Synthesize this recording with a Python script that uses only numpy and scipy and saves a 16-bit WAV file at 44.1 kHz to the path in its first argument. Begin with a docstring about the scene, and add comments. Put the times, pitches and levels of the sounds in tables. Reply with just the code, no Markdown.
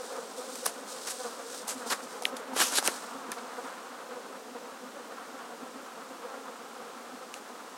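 """At a hive, outdoors: a honeybee swarm hums over the ground as it moves in; single bees swing close by.
Each bee's wingbeat is a wandering harmonic tone; thousands of feet and wings rustle faintly beneath.
Mostly in the first seconds, fingers slide and rub on a hand-held phone, whose casing clicks and snaps."""
import sys
import numpy as np
from scipy import signal
from scipy.fft import rfft, irfft, next_fast_len
from scipy.io import wavfile

SR = 44100
rng = np.random.default_rng(int(sys.argv[2]) if len(sys.argv) > 2 else 0)


def wav_record(signal):
    """Record a signal, one row per channel, as 16-bit PCM in the file named by sys.argv[1]."""
    frames = np.transpose(np.atleast_2d(signal))
    bounded = np.clip(frames, -1, 1)
    # unit amplitude maps onto the largest positive 16-bit level
    quanta = np.round(bounded * 32767).astype(np.int16)
    wavfile.write(sys.argv[1], SR, quanta)


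N = 342657
T = np.arange(N) / SR

# crawling bees and open air: (frequency [Hz], gain [dB])
RUSTLE_SPECTRUM = [(30, -28), (90, -14), (130, -15), (180, 9.5), (370, 14.5), (700, 11.5), (1400, 5.5),
                   (2100, 2.5), (3200, 2), (5000, 1.5), (8500, 0), (10300, -5.5), (16000, -12)]
# light finger slides: (peak time [s], attack [s], release [s], level [dB])
FINGER_SLIDES = [(0.08, .15, 0.46, -48.5), (0.39, 0.033, 0.14, -47), (0.56, .08, 0.25, -45),
                 (0.91, 0.037, 0.12, -43.5), (1.1, .1, .1, -42.5), (1.215, 0.066, 0.22, -45),
                 (1.58, 0.13, 0.048, -43.5), (1.79, 0.021, 0.17, -49), (1.88, 0.017, 0.064, -40),
                 (2.04, 0.039, 0.027, -49), (2.13, 0.055, 0.1, -49.5), (2.93, 0.049, 0.15, -43.5),
                 (3.4, .12, 0.36, -57), (3.66, 0.16, .15, -55.5)]
# hard rubs: (peak time [s], attack [s], release [s], level [dB], relative scrape [dB], resonance [Hz])
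FINGER_RUBS = [(0.662, 0.0047, 0.0064, -35.5, 1, 5700), (0.677, 0.015, 0.017, -36, -2.5, 9000),
               (1.078, 0.012, 0.023, -38, -1, 5500), (1.105, 0.014, 0.019, -37, -10, 8000),
               (1.695, 0.016, 0.029, -31.5, -8.5, 8000), (1.906, 0.0073, 0.014, -31, -1, 4530),
               (1.929, 0.016, 0.013, -33.5, 6.5, 1150), (2.565, 0.004, 0.041, -41, 6.5, 5000),
               (2.626, 0.046, 0.02, -24.5, -4, 3100), (2.668, 0.026, 0.069, -36, -23, 5950),
               (2.737, 0.025, 0.018, -38, 2.5, 8500), (2.774, 0.021, 0.015, -25, -14, 4200),
               (2.789, 0.0083, 0.0068, -35, 9, 8500), (2.866, 0.022, 0.012, -30, -4.5, 8500),
               (2.882, 0.0063, 0.013, -37.5, 12, 2000), (3.323, 0.0044, 0.014, -47, 10.5, 2600),
               (3.384, 0.008, 0.014, -55.5, 15, 2600)]
# skin sliding on the casing: (frequency [Hz], gain [dB])
SLIDE_SPECTRUM = [(300, -42), (2200, -15.5), (3700, -2.5), (5500, -1), (7000, -2), (8800, 0), (10500, -10),
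                  (12500, -13.5), (16000, -20)]
# rub hiss, also click crack: (frequency [Hz], gain [dB])
RUB_SPECTRUM = [(200, -38), (1200, -4.5), (2600, -1), (4000, 0.5), (7000, 2.5), (9000, 0.5), (11500, -0.5),
                (12400, -8), (16000, -18)]
# skin catching under pressure: (frequency [Hz], gain [dB])
SCRAPE_SPECTRUM = [(40, -50), (110, -29), (220, -6.5), (500, -3), (800, -3), (1150, 0.5), (1600, 0),
                   (2300, -9.5), (5000, -14.5), (16000, -60)]
# dull clicks and knocks: (time [s], level [dB], ring [Hz], half length [ms], relative crack [dB])
GRIP_CLICKS = [(0.556, -43, 6030, 1.1, 8), (0.662, -26, 1400, 0.61, -16), (0.6647, -16, 1050, 0.32, -22),
               (1.681, -31, 915, 0.51, -12), (2.224, -28, 800, 0.89, -10), (2.2542, -5, 2930, 0.15, -23),
               (2.255, -22, 1840, 0.84, -21), (2.368, -43, 3630, 2.2, 4), (2.535, -29, 900, 1.4, -25),
               (2.565, -27.5, 488, 2.3, -23), (2.7857, -15.5, 3920, 0.3, -19), (2.827, -23.5, 800, 0.5, -9),
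               (2.8768, -14.5, 2780, 0.27, -8), (2.8835, -17, 427, 0.49, -29), (2.885, -58, 55, 5.8, -22),
               (3.319, -37.5, 2560, 1.2, 0), (7.3412, -27.5, 2750, 0.35, -17)]
# sharp casing slips: (time [s], peak before high-pass [dB], tilt [dB/octave])
CASING_SNAPS = [(0.6513, -23, 3), (0.6533, -23, 5), (0.6584, -14, 2), (0.6608, -12.5, -5),
                (0.6639, -8.5, 9), (1.68, -22, 12), (2.2222, -24, -2), (2.2352, -25, -3), (2.252, -20, 7),
                (2.7858, -12, -7), (2.876, -4, 2), (3.318, -16, 1), (7.341, -23, -8)]
# modes rung by a snap: (frequency [Hz], gain [dB], T60 [ms])
CASING_MODES = [(2700, -35, 1.9), (3800, -4.5, 1.4), (5860, 0.5, 2.4), (7700, -10, 1.4), (9080, 3, 2.5),
                (10850, -2.5, 1.9), (13760, -10, 1.6)]
# close passes, before trim: (time [s], wingbeat [Hz], fundamental [dB], octave [dB], upper buzz [dB])
BEE_PASSES = [(0.007, 249.5, -68, -37.5, -47), (0.125, 250.5, -64, -43, -50), (0.185, 248, -53, -36, -53),
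              (0.39, 258.8, -52, -41, -61), (0.493, 255.3, -64, -40, -46), (0.537, 264, -49.5, -59, -53),
              (0.634, 261.3, -64, -43, -55), (0.778, 249.7, -48, -42, -44), (0.939, 254.5, -63, -44, -55),
              (1.131, 249.3, -64, -44.5, -57), (1.212, 254, -58, -38, -40), (1.258, 241.6, -53, -37, -40),
              (1.406, 243, -56, -47, -55), (1.622, 245, -69, -45, -61), (1.763, 264, -44, -54, -53),
              (1.813, 250, -62, -44, -45), (1.871, 237, -49, -42.5, -43), (2.056, 244, -44, -58, -57),
              (2.159, 249, -67, -41.5, -50), (2.339, 255.3, -42.5, -39.5, -49),
              (2.535, 259.3, -41, -52, -47), (2.676, 249.3, -51, -41, -48), (3.163, 269, -43, -48, -52),
              (3.293, 240, -44, -59, -53), (3.378, 238, -59, -48, -40.5), (3.431, 245.6, -56, -47.5, -53),
              (3.593, 244.6, -52, -40.5, -40.5), (3.649, 266, -46, -61, -55), (3.757, 241.4, -47, -56, -46),
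              (4.122, 248.6, -57, -46, -52), (4.172, 244, -53, -41.5, -44.5), (4.56, 244, -52, -43.5, -44),
              (4.632, 241.6, -54, -47, -56), (4.835, 253, -48, -48, -52), (4.975, 268, -56, -44.5, -52),
              (5.008, 248, -54, -46.5, -54), (5.347, 260, -48.5, -60, -49), (5.635, 257, -44.5, -61, -55),
              (5.775, 270, -49, -55, -60), (6.116, 250, -50, -46, -51), (6.252, 252, -56, -41, -49),
              (6.295, 262, -62, -57, -44), (6.344, 246.5, -53, -50, -48), (6.484, 245, -55, -44, -42),
              (6.823, 248.8, -52.5, -50, -56), (7.142, 260, -45, -65, -64), (7.232, 255, -63, -45.5, -48)]
# air fanned by wings: (frequency [Hz], gain [dB])
WASH_SPECTRUM = [(60, -39), (120, -15), (200, -1), (380, 3), (700, -38), (3000, -54)]
# one wingbeat: (harmonic number, gain [dB])
WING_HARMONICS = [(1, -14.5), (2, 0.5), (3, 2), (4, 3.5), (5, 4), (6, -0.5), (7, -6.5), (8, -10.5),
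                  (11, -13.5), (17, -19)]
# swarm band levels, before trim: (time [s], wingbeat [dB], octave [dB], upper buzz [dB])
HUM_LEVELS = [(0.0, -56, -50, -48.5), (0.15, -58.5, -40, -44), (0.35, -56.5, -48, -47.5),
              (0.9, -56.0, -48, -47.5), (1.25, -55.5, -46.5, -46.5), (1.55, -56.0, -49, -47.5),
              (1.9, -51, -50, -43.5), (2.45, -56, -43.5, -45.0), (2.55, -47.5, -51, -43.5),
              (2.85, -50.5, -47, -41.5), (3.2, -53.0, -51, -45.5), (3.65, -57, -48.5, -43),
              (3.85, -53.5, -51.5, -46), (4.15, -55.5, -48.5, -46), (4.25, -55.5, -52.5, -47),
              (4.6, -54.0, -49.0, -49), (4.8, -55.5, -53, -49.5), (5.45, -58, -51.5, -45.5),
              (5.6, -53, -50, -48.5), (6.1, -56.5, -55.5, -47.5), (6.3, -56, -46.5, -46),
              (6.6, -55, -52.5, -47.5), (7.0, -57.5, -52, -48), (7.76, -56.5, -53.0, -48.5)]


def undb(db):
    """Decibels to gain."""
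    return np.exp(np.asarray(db) * (np.log(10) / 20))


def unit(x):
    """Scale to rms 1."""
    return x / np.sqrt(np.mean(x ** 2))


def highpass(x, hz, order=2):
    """Butterworth high-pass."""
    return signal.sosfilt(signal.butter(order, hz, "highpass", fs=SR, output="sos"), x)


def colour(x, spectrum):
    """Apply a (frequency [Hz], gain [dB]) spectrum; rms 1."""
    hz, db = np.transpose(spectrum)
    size = next_fast_len(N)
    log_hz = np.log(np.arange(size // 2 + 1) * SR / size + 1)
    gain = undb(np.interp(log_hz, np.log(hz), db))
    return unit(irfft(rfft(x, size) * gain, size)[:N])


def drift(rate_hz, t=T):
    """Line through random points, rate_hz a second; spread near 1."""
    points = unit(rng.standard_normal(1024))
    return np.interp(t * rate_hz + 2 * rng.random(), np.arange(len(points)), points) * np.sqrt(1.5)


def grains(spread_db):
    """Dense tiny contacts of unequal size."""
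    return rng.standard_normal(N) * undb(spread_db * rng.standard_normal(N))


def stroke(peak_s, attack_s, release_s):
    """Finger pressure: Gaussian rise to 1, exponential release."""
    t = T - peak_s
    return np.exp(-np.where(t < 0, (t / attack_s) ** 2, t / release_s).clip(0, 50))


def crawling(level_db=-50):
    """Countless feet and wings rustle on cloth, in the faint hiss of open air."""
    return colour(grains(spread_db=2), RUSTLE_SPECTRUM) * undb(level_db)


def finger_friction(scrape_trim_db=-1, ring_db=1, ring_q=5, catch_db=1.25):
    """Sliding skin hisses; pressed, it catches and scrapes lower. Each grip has its own resonance."""
    slides = [undb(db) * stroke(*timing) for *timing, db in FINGER_SLIDES]
    out = colour(grains(spread_db=2.5), SLIDE_SPECTRUM) * np.linalg.norm(slides, axis=0)
    hiss = colour(grains(spread_db=1.5), RUB_SPECTRUM)
    scrape = colour(grains(spread_db=3), SCRAPE_SPECTRUM)
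    for *timing, db, scrape_db, ring_hz in FINGER_RUBS:
        pressure = stroke(*timing)
        ring = signal.lfilter(*signal.iirpeak(ring_hz, ring_q, fs=SR), hiss)
        high = unit(hiss + undb(ring_db) * ring) * pressure
        low = scrape * undb(scrape_db + scrape_trim_db) * pressure ** 1.15
        out += undb(db) * (high + low)
    return highpass(out * undb(catch_db * drift(250)), hz=130)


def grip_clicks(rise_ratio=0.75, scuff_db=-51, scuff_s=0.058):
    """The grip shifts: a crack and a brief ring, then a faint scuff as the skin settles."""
    out = np.zeros(N)
    hiss = colour(rng.standard_normal(N), RUB_SPECTRUM)
    for time_s, db, ring_hz, half_ms, crack_db in GRIP_CLICKS:
        span = slice(int(time_s * SR) - 512, int(time_s * SR) + 2048)
        t = T[span] - time_s
        progress = np.clip(1000 * t / half_ms, -50, 50)
        swell = 2 / (np.exp(progress) + np.exp(-progress / rise_ratio))
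        # a small stiff part radiates little below its ring
        ring = highpass(swell * np.sin(2 * np.pi * ring_hz * t), 0.47 * ring_hz, order=4)
        crack = undb(db + crack_db) * swell
        scuff = (t > 0) * undb(scuff_db) * np.exp(-t / scuff_s)
        out[span] += undb(db) * ring + highpass((crack + scuff) * hiss[span], hz=150)
    return out


def casing_snaps(rise_ms=0.064, top_mode_travel_ms=0.43):
    """Stick-slip: the casing lets go and rings all its modes; high ones arrive first."""
    out, t = np.zeros(N), T[:512]
    hz, mode_db, t60_ms = np.transpose(CASING_MODES)
    lag_ms = top_mode_travel_ms * (np.sqrt(hz[-1] / hz) - 1)
    age_ms = np.maximum(1000 * t[:, None] - lag_ms, 0)
    envelopes = np.exp(-np.log(1000) * age_ms / t60_ms) * (1 - np.exp(-age_ms / rise_ms))
    rings = np.sin(2 * np.pi * hz * age_ms / 1000) * envelopes
    for time_s, peak_db, tilt_db in CASING_SNAPS:
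        snap = rings @ undb(mode_db + tilt_db * np.log2(hz / hz[0]))
        start = int(time_s * SR)
        out[start:start + len(t)] += undb(peak_db) * snap / np.abs(snap).max()
    return highpass(out, hz=1200)


def near_bees(half_pass_s=0.015, doppler=0.019, flutter=0.029, tremble_db=1, wash_db=-11):
    """A passing bee swells, flutters and drops in pitch; its wings fan a soft puff of air."""
    out = np.zeros(N)
    wash = undb(wash_db) * colour(rng.standard_normal(N), WASH_SPECTRUM)
    waver = flutter * drift(70)
    for time_s, beat_hz, beat_db, octave_db, buzz_db in BEE_PASSES:
        span = slice(max(int((time_s - 4 * half_pass_s) * SR), 0), int((time_s + 4 * half_pass_s) * SR))
        progress = (T[span] - time_s) / half_pass_s
        hz = beat_hz * (1 - doppler * np.tanh(progress) + waver[span])
        phase = 2 * np.pi * (np.cumsum(hz) / SR + rng.random())
        tone = undb(beat_db) * (np.sin(phase) + wash[span]) + undb(octave_db) * np.sin(2 * phase)
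        for harmonic, trim_db in enumerate((-5, -7, -9, -11), start=3):
            tone += undb(buzz_db + trim_db) * np.sin(harmonic * phase + 2 * np.pi * rng.random())
        out[span] += np.sqrt(2) * tone / np.cosh(progress) ** 2
    return out * undb(tremble_db * drift(60))


def wingbeats(bees=48, beat_hz=253, spread=0.067, wander=0.045, flutter=0.047, distance_db=5):
    """Each bee's wingbeat wavers as it steers, and swells and fades with distance."""
    t = T[::4]  # quarter rate
    cycle, harmonics = np.arange(2048) / 2048, np.arange(1, 18)
    gains = undb(np.interp(harmonics, *np.transpose(WING_HARMONICS)))
    rank = (np.arange(bees) + 0.5) / bees
    detunes = unit(np.log(rank / (1 - rank)))  # most near the common rate, a few far off
    out = np.zeros(len(t))
    for detune in detunes:
        wave = gains @ np.sin(2 * np.pi * (np.outer(harmonics, cycle) + rng.random((len(gains), 1))))
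        hz = beat_hz * np.exp(spread * detune + wander * drift(5, t) + flutter * drift(40, t))
        turns = np.cumsum(hz) * t[1] + rng.random()
        nearness = unit(undb(distance_db * np.minimum(drift(16, t), 2)))
        out += nearness * wave[(turns * len(cycle)).astype(int) % len(cycle)]
    return signal.resample_poly(out, 4, 1)[:N]


def swarm(splits_hz=(350, 620), shimmer_db=1.62, throb_db=1.83):
    """Wings throw beat, octave and upper buzz in different directions, so the bands swell apart."""
    hum = wingbeats()
    beat, low = (signal.sosfiltfilt(signal.butter(6, hz, fs=SR, output="sos"), hum) for hz in splits_hz)
    time_s, beat_db, octave_db, buzz_db = np.transpose(HUM_LEVELS)

    def swell(band, level_db, trim_db, depth_db):
        return unit(band) * undb(np.interp(T, time_s, level_db) + trim_db + depth_db * drift(50))

    return (swell(hum - low, buzz_db, trim_db=-0.83, depth_db=shimmer_db)
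            + swell(low - beat, octave_db, trim_db=-2, depth_db=throb_db)
            + swell(beat, beat_db, trim_db=-1.5, depth_db=throb_db))


def scene():
    """Bees and handling noise, mono."""
    return (swarm() + near_bees() + crawling() + finger_friction() + grip_clicks() + casing_snaps())[None]


def record(dry):
    """The phone cuts the treble above 15.9 kHz."""
    return signal.sosfilt(signal.ellip(10, 0.2, 80, 15900, fs=SR, output="sos"), dry)


dry = scene()
out = record(dry)
wav_record(out)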